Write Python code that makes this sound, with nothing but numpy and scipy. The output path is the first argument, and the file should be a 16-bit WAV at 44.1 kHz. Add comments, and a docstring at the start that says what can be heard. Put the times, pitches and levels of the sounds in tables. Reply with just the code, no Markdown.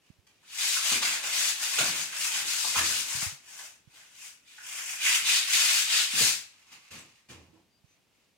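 """Small hard room: a man sands a plastered wall by hand, a few metres from a handheld phone.
Clicks of grit, split into bands, make the strokes; noise bursts make snags; hard pushes drum hollow resonances.
He fingers the sheet (crackle) at the start and after sanding, when he also shakes it.
Low knocks, from fingers bumping the phone and once ringing in the room, are damped sines.
Echoes, a bass boom, faint air and two late whistles complete it."""
import sys
import numpy as np
from scipy import signal
from scipy.fft import rfft, irfft, next_fast_len
from scipy.io import wavfile
from scipy.ndimage import uniform_filter1d

SR = 44100
rng = np.random.default_rng(int(sys.argv[2]) if len(sys.argv) > 2 else 0)


def persist_wave(psi):
    """Save psi, clipped to +-1, as 16-bit WAV."""
    counts = np.round(np.clip(psi, -1, 1) * 32767).astype(np.int16)
    wavfile.write(sys.argv[1], SR, np.atleast_2d(counts).T)


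N = 369116

# House air spectrum: [hz, relative_db]
AIR_SPECTRUM = [(18, -38), (30, -11), (102, 0.5), (219, -2.5), (277, -2.5), (455, -6), (1360, -12.5),
                (2910, -9.5), (3490, -11.5), (5040, -14), (15500, -24.5)]
AIR_DB = -71.5
# Fingers shifting on the loose sheet: [start_s, length_s, level_db]
GRIPS = [(0.0, 0.17, -66), (0.263, 0.16, -67.5), (6.43, 0.33, -60), (6.682, .24, -55.5),
         (6.977, 0.26, -59.5), (7.284, 0.22, -63), (7.5, 0.16, -74), (7.82, 0.19, -70.5),
         (8.1, 0.21, -69.5)]
GRIP_RISE_S = 0.03
# Sheet shaken out: [start_s, flap_db, thump_db, rise_s, t60_s, boom_db]
SHAKES = [(6.711, -46, -63, .005, 0.22, -82), (6.906, -43.5, -50.5, 0.00091, 0.47, -55),
          (7.283, -42, -42.5, 0.01, 0.21, -64), (7.334, -76, -61.5, .005, 1, -47),
          (7.53, -79, -54.5, 0.0052, 0.17, -68)]
# Crackle spectrum of the loose sheet: [hz, relative_db]
RUSTLE_SPECTRUM = [(180, -20), (300, -13.5), (360, -20.5), (708, -11.5), (1140, -4.5), (1440, -6.5),
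                   (2690, 2.5), (3280, -3.5), (6680, -5.5), (15500, -23)]
# Soft low knocks: fingers bumping the phone, and at 7.529 s one ringing knock in the room:
# [start_s, level_db, pitch_hz, t60_s]
KNOCKS = [(0.101, -26.5, 158, 0.014), (0.185, -45.5, 92, 0.056), (3.149, -24.5, 113, 0.028),
          (3.171, -35, 130, 0.091), (3.226, -23, 160, 0.024), (3.262, -26.5, 94, 0.087),
          (3.321, -41, 140, .12), (3.873, -38, 129, 0.037), (7.529, -51, 323, .25),
          (7.841, -40, 127.6, 0.029)]
# Paper catching on a bump or creasing: [start_s, level_db, ring_hz, ring_share_db]
SNAGS = [ (0.268, -40, 2860, -24), (0.43, -47.5, 1440, -6.5), (0.764, -20.5, 1540, -12),
         (0.912, -22, 1290, -6.5), (0.941, -17, 2470, -10), (1.023, -12, 1440, -21),
         (1.237, -17, 2560, -11), (1.786, -4, 2600, -33), (1.801, -25, 595, -3), (2.128, -31, 1520, -1),
         (2.639, -26, 960, -1.5), (2.756, -20.5, 1140, -1), (2.785, -20, 1540, -3), (2.96, -20.5, 2850, -6),
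         (3.217, -16.5, 2250, -15.5), (3.59, -24, 1540, -17.5), (3.597, -44.5, 780, -3),
         (4.006, -43, 1900, -6), (4.581, -39, 1600, -3.5), (4.788, -26.5, 1820, -13),
         (5.062, -32, 2100, 14), (6.719, -41, 2590, -23), (6.984, -33, 7000, -13), ]
# Arm sweeps, turn to turn; last three columns relative to rasp:
# [start_s, length_s, run_up_s, rasp_db, swell_db (start to end), hiss_db, scrape_db, bite_db]
STROKES = [ (0.545, 0.29, 0.067, -34.5, -2.5, 3.5, -14, -4.5),
           (0.796, 0.22, 0.042, -33, -2.5, 2, -10, -4.5), (1.01, 0.2, 0.0092, -34, -4.5, 0.5, -8.5, -5),
           (1.206, 0.097, 0.044, -35.5, 4, 3, -3, -8), (1.283, 0.26, 0.053, -33, -1, 3, -11, -5),
           (1.573, 0.24, 0.055, -39, -13, 4.5, -9.5, -6), (1.72, 0.23, 0.058, -32.5, -6, 1.5, -10, -6.5),
           (1.924, 0.16, .035, -38, -10, 3, -10, -9), (2.11, 0.22, 0.12, -34, -2.5, 2.5, -11, -10.5),
           (2.287, 0.13, 0.036, -33, 11.5, 1, -9.5, -8), (2.436, 0.32, 0.042, -37.5, -0.5, 5, -13.5, -4),
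           (2.734, .11, 0.032, -29, -10, 1, -9.5, -8), (2.812, 0.25, 0.026, -36, -7, 4, -13, -5.5),
           (3.035, 0.26, 0.052, -40, 0.5, 4.5, -7.5, -9.5), (3.425, .28, 0.053, -52, 5.5, 3.5, -7, -12),
           (3.879, 0.19, 0.061, -58.5, 1.5, 0, -6, -7), (4.114, 0.19, 0.16, -48.5, 2.5, 3, -13, -12),
           (4.455, 0.17, 0.02, -60.5, -6, -1.5, -37, -3.5), (4.56, 0.44, 0.13, -43, 6, 1, -12.5, -21),
           (4.996, 0.22, 0.042, -28, -0.5, -.5, -19, -10.5), (5.232, 0.2, 0.039, -28, -2.5, 0, -16.5, -2.5),
           (5.445, 0.41, 0.074, -28.5, -1.5, 1.5, -16.5, -5.5),
           (5.882, 0.21, 0.054, -29.5, -13.5, 0, -16, -2.5), (6.127, 0.23, 0.062, -30.5, -12, 5, -13, -4.5),
           ]
# Grit-on-plaster spectrum: [hz, relative_db]
GRIT_SPECTRUM = [(59, -52), (100, -27.5), (166, -23.5), (275, -24), (326, -23.5), (429, -26), (589, -18),
                 (640, -14.5), (1040, -10.5), (1260, -12), (2580, 2.5), (3690, -1), (4660, -4.5),
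                 (7410, -7), (15500, -23.5)]
# The hand brakes before each turn: weaker, duller sound
BRAKE_S, TURN_DB, TURN_HISS_DB = 0.067, -11, -1.5
# Past the stroke's ends the sheet is off the wall; loss grows with the square of the excess slowness
LIFT_DB = -2
# Along a stroke the hiss grows with hand speed; the scrape changes slightly against the rasp
HISS_GROWTH_DB, SCRAPE_GROWTH_DB = 3.5, 0.5
# Hard pushes on the wall: [start_s, thud_db, t60_s, boom_db]
PUSHES = [(0.911, -40.5, 0.32, -72), (1.08, -56.5, 0.23, -75), (1.795, -43.5, 0.63, -66),
          (2.41, -55, 0.37, -65), (2.645, -51, 0.22, -62), (2.762, -46.5, 0.79, -39),
          (5.22, -57, 0.14, -63.5), (6.132, -44.5, 0.37, -70), (6.206, -34, 0.083, -54.5)]
# Hollow resonances of wall and corner: [hz, width_hz, relative_db]
HOLLOWS = [(100, 27, -11), (156, 21, 4.5), (256, 48, -1.5), (323, 53, -1.5), (495, 75, -6.5),
           (647, 80, -10), (970, 340, -11.5)]
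BOOM_HZ, BOOM_T60_S = 86, 0.5
# Faint high whistles: [start_s, length_s, pitch_hz, level_db]
WHISTLES = [(7.68, 0.15, 4730, -72.5), (7.853, 0.13, 6150, -70)]
# Colour difference of the two microphone ports: [hz, left_minus_right_db]
PORTS = [(100, -2), (500, -1), (1300, -2), (2600, -6), (3300, -1), (4000, 5), (7200, 6), (8700, 8.5),
         (10500, 8.5), (15000, 8)]
# Resonance subtracted from the right port
NOTCH_HZ, NOTCH_WIDTH_HZ, NOTCH_SHARE_DB = 13000, 2200, -1.5
TOP_HZ = 15800


def undb(db):
    """Decibels to gain."""
    return 10 ** (np.asarray(db) / 20)


def unit(x):
    """Scale to rms 1."""
    return x / np.sqrt(np.mean(x ** 2))


def colour(x, points):
    """Minimum-phase filter through (hz, db) points, built by folding the cepstrum."""
    size = 4096
    hz, db = np.transpose(points)
    f = np.maximum(np.fft.rfftfreq(size, 1 / SR), 1)
    response_db = np.interp(np.log(f), np.log(hz), db)
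    cepstrum = irfft(np.log(undb(response_db)))
    cepstrum[1:size // 2] *= 2
    cepstrum[size // 2 + 1:] = 0
    impulse = irfft(np.exp(rfft(cepstrum)))
    return signal.fftconvolve(x, impulse)[:len(x)]


def band(x, hz, kind, order=3):
    """Butterworth filter."""
    return signal.sosfilt(signal.butter(order, hz, kind, fs=SR, output="sos"), x)


def resonance(x, hz, width_hz, db):
    """One band-pass resonance."""
    return undb(db) * signal.lfilter(*signal.iirpeak(hz, hz / width_hz, fs=SR), x)


def fade(t, t60_s):
    """Exponential decay, 60 dB in t60_s."""
    return np.exp(-np.log(1000) * t / max(t60_s, 1e-3))


def add(out, start_s, x):
    """Mix x into out from start_s."""
    i = max(int(start_s * SR), 0)
    out[i:i + len(x)] += x[:N - i]


def swells(rows):
    """Envelope of (start_s, level_db, rise_s, t60_s) bursts that rise and die away."""
    out, t = np.zeros(N), np.arange(SR) / SR
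    for start_s, db, rise_s, t60_s in rows:
        rise = 1 - np.exp(-t / max(rise_s, 1e-4))
        add(out, start_s, undb(db) * rise * fade(t, t60_s))
    return out


def walk(rate_hz):
    """Random levels slewed from one to the next at rate_hz; spread near 1."""
    k = max(int(SR / rate_hz), 1)
    steps = np.repeat(rng.standard_normal(N // k + 1), k)
    return unit(uniform_filter1d(steps, k))[:N]


def grains(per_s, spread_db):
    """Dense random clicks, most small and a few large; rms 1."""
    hit = rng.random(N) < per_s / SR
    size = undb(spread_db * np.minimum(rng.exponential(size=N), 5))
    return unit(hit * size * rng.standard_normal(N))


def slowness(start_s, length_s, run_up_s):
    """Hand's lack of speed: 0 in mid-move, 1 at both ends, more outside."""
    t = np.arange(N) / SR - start_s
    running_up = 1 - t / max(run_up_s, 0.003)
    braking = 1 + (t - length_s) / BRAKE_S
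    return np.clip(np.maximum(running_up, braking), 0, 8)


def air(waver_db=1):
    """Faint house noise, gently wavering, partly shared by the ports."""
    shared = rng.standard_normal(N)
    sides = [unit(colour(shared + rng.standard_normal(N), AIR_SPECTRUM)) for _ in range(2)]
    return np.array(sides) * undb(AIR_DB + waver_db * walk(3.8))


def handling(rustle_db=-4.0, flap_db=0, ease_db=-11):
    """The loose sheet crinkles between the fingers and flaps when shaken: coloured clicks."""
    rustle = 0
    for start_s, length_s, db in GRIPS:
        slow = slowness(start_s, length_s, GRIP_RISE_S)
        rustle = rustle + undb(db + rustle_db + ease_db * slow)
    flaps = swells([(s, db + flap_db, rise_s, t60_s) for s, db, _, rise_s, t60_s, _ in SHAKES])
    crackle = unit(colour(grains(per_s=3300, spread_db=3), RUSTLE_SPECTRUM))
    return crackle * np.hypot(rustle, flaps)


def knocks(left_db=-20, rise_s=0.0014):
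    """Soft low knocks of phone bumps and one ringing room knock: damped sines, far louder on the right."""
    out, t = np.zeros(N), np.arange(SR // 4) / SR
    rise = 1 - np.exp(-t / rise_s)
    for start_s, db, hz, t60_s in KNOCKS:
        add(out, start_s, undb(db) * np.sin(2 * np.pi * hz * t) * fade(t, t60_s) * rise)
    return band(out, [65, 380], "band", order=2) * undb(np.array([[left_db], [0]]))


def snags(ring_t60_s=0.049, ring_q=4, crack_db=-9, crack_t60_s=0.018):
    """A short run of slips (noise) cracks and rings the cupped sheet."""
    out, t = np.zeros(N), np.arange(SR // 4) / SR
    for start_s, db, hz, ring_db in SNAGS:
        slips = rng.standard_normal(len(t))
        narrow = resonance(slips, hz, hz / ring_q, 0)
        ring = unit(resonance(narrow, hz, hz / 2, 0)) * fade(t, ring_t60_s)
        crack = unit(band(slips, [900, 7000], "band", order=2)) * fade(t, crack_t60_s)
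        add(out, start_s, undb(db) * (undb(ring_db) * ring + undb(crack_db) * crack))
    return out


def arm():
    """Stroke gains (rasp, hiss, scrape, bite, catches): run up, hold, brake; overlaps add in power."""
    power, t = np.zeros((5, N)), np.arange(N) / SR
    for start_s, length_s, run_up_s, db, swell_db, hiss_db, scrape_db, bite_db in STROKES:
        near = slice(max(int((start_s - 0.2) * SR), 0), int((start_s + length_s + 0.3) * SR))
        slow = slowness(start_s, length_s, run_up_s)[near]
        along = np.clip((t[near] - start_s) / length_s, 0, 1) - 0.5
        lift = LIFT_DB * np.maximum(slow - 1, 0) ** 2
        rasp = db + swell_db * along + TURN_DB * slow + lift
        hiss = hiss_db + HISS_GROWTH_DB * along + TURN_HISS_DB * slow
        scrape = scrape_db + SCRAPE_GROWTH_DB * along
        levels_db = [rasp, rasp + hiss, rasp + scrape, rasp + bite_db + hiss / 2, rasp + scrape / 2]
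        power[:, near] += undb(levels_db) ** 2
    return np.sqrt(power)


def catches(low_hz=1400, high_hz=3300, cycles=26, spread_db=1.2, count=700):
    """Single coarse grains catch and let go, each plucking the sheet at its own pitch."""
    out, t = np.zeros(N), np.arange(SR // 20) / SR
    for when, pitch, size in rng.random((count, 3)):
        hz = low_hz * (high_hz / low_hz) ** pitch
        gain = undb(spread_db * min(-np.log(1 - size), 4))
        add(out, when * N / SR, gain * np.sin(2 * np.pi * hz * t) * fade(t, cycles / hz))
    return unit(out)


def sanding(scrape_hz=1300, bite_hz=3500, hiss_hz=5300, scrape_db=-4.5, rasp_db=-1.0, hiss_db=1,
            catch_db=-6.0, judder_db=0.66, patchy_db=0.21):
    """Grit ploughs the plaster: mid rasp and bite, low scrape from pressure, hiss from speed."""
    rasp_gain, hiss_gain, scrape_gain, bite_gain, catch_gain = arm()
    # stick-slip bunches the scratches; plaster has rougher and smoother patches
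    unevenness_db = judder_db * walk(130) + patchy_db * walk(30)
    grit = colour(grains(per_s=12000, spread_db=3.5) * undb(unevenness_db), GRIT_SPECTRUM)
    scrape = unit(band(grit, scrape_hz, "low", order=4)) * undb(scrape_db) * scrape_gain
    rasp = unit(band(grit, [scrape_hz, bite_hz], "band", order=4)) * undb(rasp_db) * rasp_gain
    bite = unit(band(grit, [bite_hz, hiss_hz], "band", order=4)) * bite_gain
    hiss = unit(band(grit, hiss_hz, "high", order=6)) * undb(hiss_db) * hiss_gain
    # more pressure makes coarse grains catch harder
    plucks = band(catches(), 1000, "high") * undb(catch_db) * catch_gain
    return scrape + rasp + bite + hiss + plucks


def drumming(sharp_rise_s=0.003, soft_rise_s=0.0086):
    """The hand judders on the wall or thumps the sheet; hollow resonances answer."""
    pushes = swells([(s, db, sharp_rise_s, t60_s) for s, db, t60_s, _ in PUSHES])
    thumps = swells([(s, db, rise_s + soft_rise_s, t60_s) for s, _, db, rise_s, t60_s, _ in SHAKES])
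    judder = grains(per_s=1500, spread_db=2.0)
    body = 0
    for k, (hz, width_hz, db) in enumerate(HOLLOWS):
        body = body + (-1) ** k * resonance(judder, hz, width_hz, db)  # alternating polarity
    return unit(band(body, 75, "high", order=2)) * (pushes + thumps)


def boom(rise_s=0.016, waver=0.05):
    """Pushes and shakes set the room's bass resonance ringing, a little unsteadily."""
    out, t = np.zeros(N), np.arange(SR) / SR
    envelope = fade(t, BOOM_T60_S) * (1 - np.exp(-t / rise_s))
    for start_s, *_, db in PUSHES + SHAKES:
        phase = 2 * np.pi * np.cumsum(BOOM_HZ * (1 + waver * walk(45)[:SR])) / SR
        add(out, start_s, undb(db) * np.sin(phase) * envelope)
    return out


def whistles(waver=0.0049):
    """Thin, slightly unsteady tones: sines with wandering pitch."""
    out = np.zeros(N)
    for start_s, length_s, hz, db in WHISTLES:
        n = int(length_s * SR)
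        phase = 2 * np.pi * np.cumsum(hz * (1 + waver * walk(90)[:n])) / SR
        add(out, start_s, undb(db) * np.hanning(n) * np.sin(phase))
    return out


def echoes(early_db=-2, tail_db=-7, early_t60_s=0.097, mid_t60_s=0.39, high_t60_s=0.21,
           shared_hz=800, apart=0.44):
    """One spot's response at both ports: a rush from the corner, then a tail losing treble first."""
    t = np.arange(SR // 2) / SR
    own = rng.standard_normal((2, len(t)))
    # long waves reach both ports nearly alike
    long_waves = band(rng.standard_normal(len(t)) + apart * own, shared_hz, "low", order=1)
    rays = long_waves + band(own, shared_hz, "high", order=1)
    early = rays * fade(t, early_t60_s) * (t > 0.002)
    dull = band(rays, 3800, "low", order=1)
    tail = (dull * fade(t, mid_t60_s) + (rays - dull) * fade(t, high_t60_s)) * (t > 0.02)
    early = undb(early_db) * early / np.linalg.norm(early[0])
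    return early + undb(tail_db) * tail / np.linalg.norm(tail[0])


def room(x, direct_db=-8, spots_per_s=130, count=14):
    """The hand travels the wall: its sound crossfades through a cycle of echo patterns."""
    place = np.arange(N) / SR * spots_per_s % count
    size = next_fast_len(N + SR // 2, real=True)
    heard = 0
    for spot in range(count):
        gap = np.abs(place - spot)
        distance = np.minimum(gap, count - gap)
        share = np.sin(np.pi / 2 * np.maximum(1 - distance, 0))
        heard = heard + rfft(x * share, size) * rfft(echoes(), size)
    return undb(direct_db) * x + irfft(heard, size)[:, :N]


def scene():
    """Hand sounds pass through the room into two ports of unequal colour; knocks and air are added."""
    left, right = room(sanding() + snags() + handling() + drumming()) + boom() + whistles()
    # right port is a little further from the hand: one sample
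    right = np.roll(right, 1)
    left = colour(left, [(hz, db / 2) for hz, db in PORTS])
    notched = right - resonance(right, NOTCH_HZ, NOTCH_WIDTH_HZ, NOTCH_SHARE_DB)
    right = colour(notched, [(hz, -db / 2) for hz, db in PORTS])
    return np.array([left, right]) + knocks() + air()


def record(dry):
    """The phone cuts off the highest treble: steep elliptic low-pass."""
    return signal.sosfilt(signal.ellip(10, 0.2, 75, TOP_HZ, fs=SR, output="sos"), dry)


dry = scene()
out = record(dry)
persist_wave(out)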